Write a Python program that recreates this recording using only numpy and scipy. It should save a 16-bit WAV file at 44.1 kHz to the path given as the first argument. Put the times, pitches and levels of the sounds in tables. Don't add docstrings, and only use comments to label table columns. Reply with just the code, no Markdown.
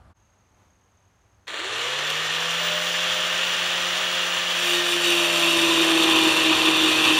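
import sys
import numpy as np
from scipy import signal
from scipy.fft import rfft, irfft, next_fast_len
from scipy.io import wavfile
from scipy.ndimage import uniform_filter1d, map_coordinates

SR = 44100
rng = np.random.default_rng(int(sys.argv[2]) if len(sys.argv) > 2 else 0)


def to_wav(s):
    ch = np.atleast_2d(s).T
    pcm = np.round(np.clip(ch, -1, 1) * 32767)
    wavfile.write(sys.argv[1], SR, pcm.astype(np.int16))


def gain_from_db(level_db):
    decades = np.asarray(level_db, float) / 20
    return 10 ** decades


N = 317079
TIME = np.arange(N) / SR

# pitch_hz, density_db [dB per Hz]
RUMBLE_SPECTRUM = [(15, -41), (25, -14), (43, -1.5), (70, -4), (102, -0.5), (141, -16.5), (220, -17),
                   (290, -48), (480, -120)]
WASH_SPECTRUM = [(110, -28), (180, -2), (434, -6), (1010, -4.5), (4860, -21.5), (5540, -22), (6310, -19),
                 (6930, -24), (7760, -25), (14400, -33), (15800, -44)]
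EARLY_WASH_SPECTRUM = [(120, -33), (200, -3), (329, -5), (404, -11), (630, -5), (1250, -6), (2090, -19.5),
                       (12000, -36), (15600, -71), (22000, -120)]
# pitch_hz, density_db [dB per Hz]
GROWL_SPECTRUM = [(110, -29), (180, -21), (226, -21.5), (300, -14), (344, -14), (406, -4), (520, -2.5),
                  (575, -1), (1600, 1.5), (2080, -36), (3520, -120)]
RATTLE_SPECTRUM = [(820, -25.5), (1400, -11.5), (1560, -11), (1810, -3), (2150, -4.5), (2910, 1.5),
                   (3330, 0), (3870, -6), (4630, -13), (4980, -17), (5200, -15.5), (6760, -44),
                   (11400, -120)]
FAN_SPECTRUM = [(2820, -26), (4800, -1), (5040, -11), (5340, 0.5), (6150, 0), (6580, -4.5), (7110, 0),
                (7460, -7), (7800, -9.5), (9470, -8), (10400, -15), (13000, -14), (14900, -25),
                (15300, -32.5)]
CLATTER_SPECTRUM = [(120, -42), (270, -19), (320, -4.5), (495, -1), (786, -7), (960, -2), (1800, -2.5),
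                    (3000, -1.5), (4300, -5), (4900, -21), (5800, -17), (7000, -15), (9600, -23),
                    (10500, -34), (14500, -37)]
# pitch_hz, density_db [dB per Hz]
BODY_SPECTRUM = [(41, -56), (70, -12), (119, -20), (155, -23), (215, -8.5), (278, -3.5), (326, -11),
                 (421, -7), (485, -12.5), (869, -9.5), (1020, -5), (1870, -17), (2100, -24), (2730, -48),
                 (4620, -120)]
RING_SPECTRUM = [(1180, -23), (2000, -22), (2160, -38), (2400, 1.5), (2620, 1.5), (3310, -6), (3580, -1),
                 (3770, -3.5), (4050, -16.5), (4520, -9), (5100, -32), (6630, -53), (11200, -120)]
GRIT_SPECTRUM = [(2880, -30), (4900, -3), (5100, -14), (5250, -4), (5840, -0.5), (6480, -6), (7220, -3),
                 (7840, -7.5), (9170, -2.5), (10300, -13.5), (11300, -5), (12300, -14), (15100, -11),
                 (15800, -29)]
# pitch_hz, width_hz, level_db [dB over the broad colour]
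BAR_MODES = [(1030, 110, 3), (1184, 30, 0), (1265, 30, 0), (1847, 50, 3), (2706, 26, 1.5), (2870, 24, 0),
             (2994, 22, 0), (3145, 22, -1), (3246, 20, -1), (3492, 18, 5), (3648, 24, 0), (3803, 22, -2),
             (4400, 34, 1), (5370, 90, -1), (5993, 40, 4), (7133, 40, 0), (7270, 90, 0), (8270, 130, 0),
             (9232, 60, -1)]
# pitch_hz, width_hz, level_db [dB over the broad colour]
HEAD_MODES = [(1190, 70, -3), (1750, 50, -2), (1850, 60, -5), (2860, 90, -4), (3250, 50, -3),
              (3500, 80, -4), (5980, 45, 4), (6880, 100, -4), (7270, 90, 1)]
# pitch_hz, t60_s
SHOP_DECAY = [(200, 0.38), (2000, 0.32), (10000, 0.45)]
# start_s, level_db [relative], brightness_db [edge over knock]
TICK_EVENTS = [(1.48, -21.5, -33), (1.8144, -18, -28), (1.9893, -15, -25), (2.0984, -21, -9),
               (2.102, -13, -16), (2.11, -18, -16)]
# pitch_hz, level_db
ORDER_1_RADIATION = [(60, -85), (97, -71), (112, -58), (140, -54), (155, -48), (163, -47), (170, -44),
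                     (175, -48)]
ORDER_2_RADIATION = [(200, -68), (290, -66), (335, -65), (344, -56.5), (353, -50.5)]
ORDER_3_RADIATION = [(200, -74), (330, -58), (420, -54), (465, -47), (530, -44)]
ARMATURE_RADIATION = [(200, -66), (300, -61), (345, -48), (440, -43), (495, -39), (535, -44), (560, -50),
                      (590, -54), (599, -41), (605, -37), (616, -44), (628, -48)]
WHINE_RADIATION = [(7000, -70), (10000, -66), (11000, -58), (13000, -63), (14000, -57), (14500, -59),
                   (15100, -50), (15500, -55), (15700, -57)]
# pitch_hz, level_db [relative]
HUM_RESPONSE = [(312, -8), (320, -5), (328, 3), (340, -4), (347, -1.5), (352, -1.5)]
LOADED_RESPONSE = [(562, -20.5), (590, -10), (620, -13), (635, -13.5), (675, -10.5), (700, -17),
                   (790, -16.5), (812, -11.5), (835, -28), (870, -20), (945, -20), (985, -14), (1030, -11),
                   (1060, -15)]
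# order [cycles per turn], level_db [at 0 dB pressure]
RIM_ORDERS = [(16, -39), (17, -36), (22, -35), (25, -45), (27, -44)]
# time_s, lost_hz [disc turns per second]
SPEED_LOSS = [(4.52, 0), (5.0, 2.5), (5.2, 4.7), (5.8, 11.7), (6.0, 13.2), (6.4, 17.3), (6.8, 17.7),
              (7.0, 19.5), (7.19, 20.1)]
# time_s, pressure_db
PRESSURE = [(4.5, -19), (4.6, -8), (4.75, -0.5), (4.83, -10.5), (4.92, -1.5), (4.99, -9), (5.05, -1),
            (5.29, -3.5), (5.46, -0.4), (5.96, -1.5), (6.14, 0.4), (6.74, -0.8), (7.09, 2), (7.19, 1.8)]
# centre_s, rise_db
HUM_BURSTS = [(6.27, 4.5), (6.51, 7), (6.69, 9), (6.85, 7), (7.12, 6.5)]
# rest_db, full_speed_db, power [of the speed]
GROWL_GROWTH = (-43, -35.5, 1.3)
RATTLE_GROWTH = (-35, -25.5, 1.9)
FAN_GROWTH = (-52.5, -36.5, 1)

CROSS_S, FADE_OUT_S, FADE_IN_S = 0.139, 0.027, 0.034
EARLY_RUMBLE_DB, TRAFFIC_DB, EARLY_WASH_DB, WASH_DB = -51.5, -63.5, -59.5, -67
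PASS_S, PASS_DB, PASS_WIDTH_S = .62, 3, 0.088
SHAKE_DB, SHAKE_CUT_DB = -64.5, 10
STROKE_HZ = 37.45
GEARING, SLOTS = 3.554, 25
FREE_HZ = 176.76
SWITCH_S, KICK_HZ = 1.47, 26
QUICK_S, SLOW_S, QUICK_SHARE = .1314, .506, .499
GRAB_S, SLACK_DB = .009, -7
SURGE_S, SURGE_DB, SURGE_RISE_S, SURGE_FALL_S = 1.8, 2, 0.016, 0.066
RING_DB, GRIT_DB, BODY_DB, STRAIN_DB, HUM_DB = -23, -31, -30, -28.5, -24.5
GRIT_DULLS_DB, DEEP = 45, .09
HUM_LAG_S, BURST_WIDTH_S = .035, 0.037
TOP_HZ = 15760


def unit(x):
    return x / np.sqrt(np.mean(x ** 2) + 1e-20)


def along(points, hz):
    f, v = np.transpose(points)
    return np.interp(np.log(hz + 1), np.log(f + 1), v)


def curve(rows, before=None):
    time_s, value = np.transpose(rows)
    return np.interp(TIME, time_s, value, left=before)


def wobble(rate):
    return map_coordinates(rng.standard_normal(int(N * rate / SR) + 4), [TIME * rate])


def filtered(x, response):
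    m = next_fast_len(x.shape[-1] + SR // 4)
    return irfft(rfft(x, m) * response(np.fft.rfftfreq(m, 1 / SR)), m)[..., :x.shape[-1]]


def resonance(f, hz, width):
    return 1j * f * width / (hz * hz - f * f + 1j * f * width)


def coloured(x, spectrum, modes=()):
    def response(f):
        peaks = 1 + sum(gain_from_db(db) * resonance(f, hz, width) for hz, width, db in modes)
        return gain_from_db(along(spectrum, f)) * peaks
    return unit(filtered(x, response))


def rotor(turns, memory, grain_db, beat, size=256):
    shape = int(turns[-1]) + 2, size
    fresh = rng.standard_normal(shape) * gain_from_db(grain_db * rng.standard_normal(shape))
    kept = signal.lfilter([1], [1, -np.clip(memory, 0, .95)], fresh, axis=0)
    return map_coordinates(kept.ravel(), [turns * size]) * (1 + beat * np.cos(2 * np.pi * turns))


def tone(turns, db, flutter_db, rate):
    return gain_from_db(db + flutter_db * wobble(rate)) * np.sqrt(2) * np.sin(2 * np.pi * (turns + rng.random()))


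def load():
    sag = curve(SPEED_LOSS) / FREE_HZ
    return gain_from_db(curve(PRESSURE, before=-120)), sag, np.clip(sag / DEEP, 0, 1)


def speed():
    t = np.maximum(TIME - SWITCH_S, 0)
    to_gain = QUICK_SHARE * np.exp(-t / QUICK_S) + (1 - QUICK_SHARE) * np.exp(-t / SLOW_S)
    lost_hz = uniform_filter1d(curve(SPEED_LOSS), SR // 24)
    return (FREE_HZ - (FREE_HZ - KICK_HZ) * to_gain - lost_hz) * (TIME > SWITCH_S)


def yard(speed_hz):
    rumble, wash, early_wash = rng.standard_normal((3, N))
    early = TIME < CROSS_S
    shake = gain_from_db(SHAKE_DB + SHAKE_CUT_DB * load()[2]) * speed_hz / FREE_HZ
    traffic = gain_from_db(TRAFFIC_DB + 1.1 * wobble(2.2))
    low = np.where(early, gain_from_db(EARLY_RUMBLE_DB), np.hypot(traffic, shake))
    swell_db = PASS_DB * np.exp(-((TIME - PASS_S) / PASS_WIDTH_S) ** 2)
    before = gain_from_db(EARLY_WASH_DB) * coloured(early_wash, EARLY_WASH_SPECTRUM)
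    after = gain_from_db(WASH_DB + swell_db) * coloured(wash, WASH_SPECTRUM)
    return low * coloured(rumble, RUMBLE_SPECTRUM) + np.where(early, before, after)


def cricket():
    stroke = STROKE_HZ * TIME + 0.53 + .02 * wobble(8)

    def gate(lag, lift):
        return np.maximum(np.cos(2 * np.pi * (stroke - lag)) + lift, 0) ** .6

    def band(hz, width):
        return unit(filtered(rng.standard_normal(N), lambda f: 1 / (1 + ((f - hz) / width) ** 2)))

    teeth = 1 + .3 * np.cos(2 * np.pi * 4 * stroke)
    mode = 0.78 * band(6530, 90) + np.sin(2 * np.pi * 6503 * TIME)
    song = unit(gate(0, .3) * teeth * mode)
    rasp = unit(gate(0.4, .4) * band(6200, 220))
    return (gain_from_db(-76 + .8 * wobble(12)) * song + gain_from_db(-80.5) * rasp) * (TIME > CROSS_S)


def ticks():
    out, t = np.zeros(N), np.arange(SR // 20) / SR
    for start_s, level_db, bright_db in TICK_EVENTS:
        dull, bright = rng.standard_normal((2, len(t)))
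        for _ in range(2):
            dull = filtered(dull, lambda f: resonance(f, 2100, 2100))
        knock = unit(dull) * gain_from_db(-60 * t / 0.025)
        edge = unit(filtered(bright, lambda f: resonance(f, 9500, 5000))) * gain_from_db(bright_db - 60 * t / 0.019)
        out[round(start_s * SR):][:len(t)] += gain_from_db(level_db - 7.5) * (knock + edge)
    return out


def idle_db(law, speed_hz):
    rest_db, full_db, power = law
    free = np.clip(speed_hz / FREE_HZ + load()[1], 0, 1)
    late = TIME - SURGE_S
    surge = np.exp(-np.abs(late) / np.where(late < 0, SURGE_RISE_S, SURGE_FALL_S))
    level_db = rest_db + (full_db - rest_db) * free ** power
    level_db = level_db + SURGE_DB * surge + SLACK_DB * (TIME < SWITCH_S + GRAB_S)
    return np.where(speed_hz > 0, level_db, -120)


def motor(speed_hz, turns):
    growl_db = idle_db(GROWL_GROWTH, speed_hz)
    rattle_db = idle_db(RATTLE_GROWTH, speed_hz)
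    fan_db = idle_db(FAN_GROWTH, speed_hz)
    grains = rng.standard_normal(N) * gain_from_db(1.04 * wobble(700) + 0.32 * wobble(40) + 0.12 * wobble(7))
    mesh = unit(grains) + 0.26 * unit(rotor(turns, memory=.7, grain_db=3.5, beat=0.18))
    mesh = mesh * (1 + 0.037 * np.cos(2 * np.pi * 120 * TIME))
    flow = rng.standard_normal(N) * gain_from_db(1.9 * wobble(500) + 0.74 * wobble(30))
    air = coloured(flow + 0.44 * unit(mesh), FAN_SPECTRUM, HEAD_MODES)
    top = filtered(air, lambda f: 1 / (1 + (9800 / (f + 1)) ** 12))
    air = air - top * (1 - (speed_hz / FREE_HZ) ** 3.3)
    running = gain_from_db(growl_db) * coloured(mesh, GROWL_SPECTRUM, HEAD_MODES)
    running += gain_from_db(rattle_db) * coloured(mesh, RATTLE_SPECTRUM, HEAD_MODES)
    running += gain_from_db(fan_db) * air
    slack = np.clip((170 - speed_hz) / 75, 0, 1)
    loose = rng.standard_normal(N) * gain_from_db(2.2 * wobble(600))
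    clatter = gain_from_db(rattle_db + 1) * coloured(loose, CLATTER_SPECTRUM, HEAD_MODES)
    return np.sqrt(1 - slack) * running + np.sqrt(slack) * clatter


def shafts(speed_hz, turns):
    press, sag, depth = load()

    def order(k, response, flutter_db, rate):
        return tone(k * turns, along(response, k * speed_hz), flutter_db, rate)

    idle = order(1, ORDER_1_RADIATION, 0.19, 14) + order(2, ORDER_2_RADIATION, 1.0, 13)
    idle += order(3, ORDER_3_RADIATION, 0.96, 15) * (1 + .7 * depth)
    idle += order(GEARING, ARMATURE_RADIATION, 1.6, 12)
    shiver = .12 * wobble(150)
    whine_order = SLOTS * GEARING
    whine = tone(whine_order * turns + shiver, along(WHINE_RADIATION, whine_order * speed_hz), 2.2, 24.76)
    whine = whine / (1 + 1.5 * depth ** 2)

    wander = .48 * unit(filtered(rng.standard_normal(N), lambda f: 1 / (1 + ((f - 350) / 22) ** 2)))
    bursts_db = sum(db * np.exp(-((TIME - s) / BURST_WIDTH_S) ** 2) for s, db in HUM_BURSTS)
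    unsteady_db = bursts_db + 1.25 * depth * wobble(18)
    hum_gain = np.interp(TIME - HUM_LAG_S, TIME, press) ** 0.95 * np.clip(depth / 0.11, 0, 1) ** 0.54
    hum_gain = hum_gain * gain_from_db(HUM_DB + along(HUM_RESPONSE, 2 * speed_hz) + unsteady_db)
    hum = hum_gain * (tone(2 * turns, -1.25, 0.77, 30) + wander * np.clip(9 * sag, 0, 1))

    strain = gain_from_db(STRAIN_DB) * press ** 0.15 * depth ** 0.34
    overtones = sum(order(k, LOADED_RESPONSE, 2, 8) for k in (GEARING, 4, 5, 6))
    return (idle + whine) * (speed_hz > 0) + hum + strain * overtones


def rim_tones(turns):
    press, _, depth = load()
    tones = sum(tone(k * turns + .06 * wobble(60), db, 2.5, 6) for k, db in RIM_ORDERS)
    return press * depth ** .3 * tones


def cut(turns):
    press, sag, depth = load()
    chatter = gain_from_db(0.61 * wobble(35) + 0.75 * wobble(120))

    def scrape(memory, fresh):
        repeated = unit(rotor(turns, memory, grain_db=3, beat=0.47))
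        torn = fresh * rng.standard_normal(N) * gain_from_db(3.6 * wobble(600))
        return chatter * (repeated + torn) / np.hypot(1, fresh)

    body = coloured(scrape(0.67, 2.0), BODY_SPECTRUM, BAR_MODES)
    ring = coloured(scrape(0.81, 1.2 + 3 * sag), RING_SPECTRUM, BAR_MODES)
    grit = coloured(scrape(0.92, 0.46 + 22 * sag), GRIT_SPECTRUM, BAR_MODES)
    out = gain_from_db(BODY_DB) * press ** .3 * depth ** .7 * body
    return out + gain_from_db(RING_DB) * press * ring + gain_from_db(GRIT_DB - GRIT_DULLS_DB * sag) * press * grit


def shop(x):
    hz, t, z = signal.stft(rng.standard_normal(SR // 2), SR, nperseg=256)
    tail = signal.istft(z * gain_from_db(-60 * t / along(SHOP_DECAY, hz)[:, None]), SR, nperseg=256)[1]
    delayed = np.pad(x, (300, 0))
    return signal.fftconvolve(delayed, tail / np.linalg.norm(tail))[:N]


def scene():
    speed_hz = speed()
    turns = np.cumsum(speed_hz) / SR
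    tool = motor(speed_hz, turns) + cut(turns) + rim_tones(turns) + ticks()
    mono = gain_from_db(-1) * tool + gain_from_db(-11.5) * shop(tool)
    mono = mono + shafts(speed_hz, turns) + cricket() + yard(speed_hz)
    return np.array([mono, mono])


def band_limit(x):
    return signal.sosfilt(signal.butter(12, 17000, fs=SR, output="sos"), x)


def record(dry):
    heard = filtered(dry, lambda f: (f < TOP_HZ) / (1 + (48 / (f + 1)) ** 4)) * gain_from_db(1.0)
    fade = np.maximum((CROSS_S - TIME) / FADE_OUT_S, (TIME - CROSS_S) / FADE_IN_S)
    return band_limit(heard * np.clip(fade, .03, 1))


dry = scene()
out = record(dry)
to_wav(out)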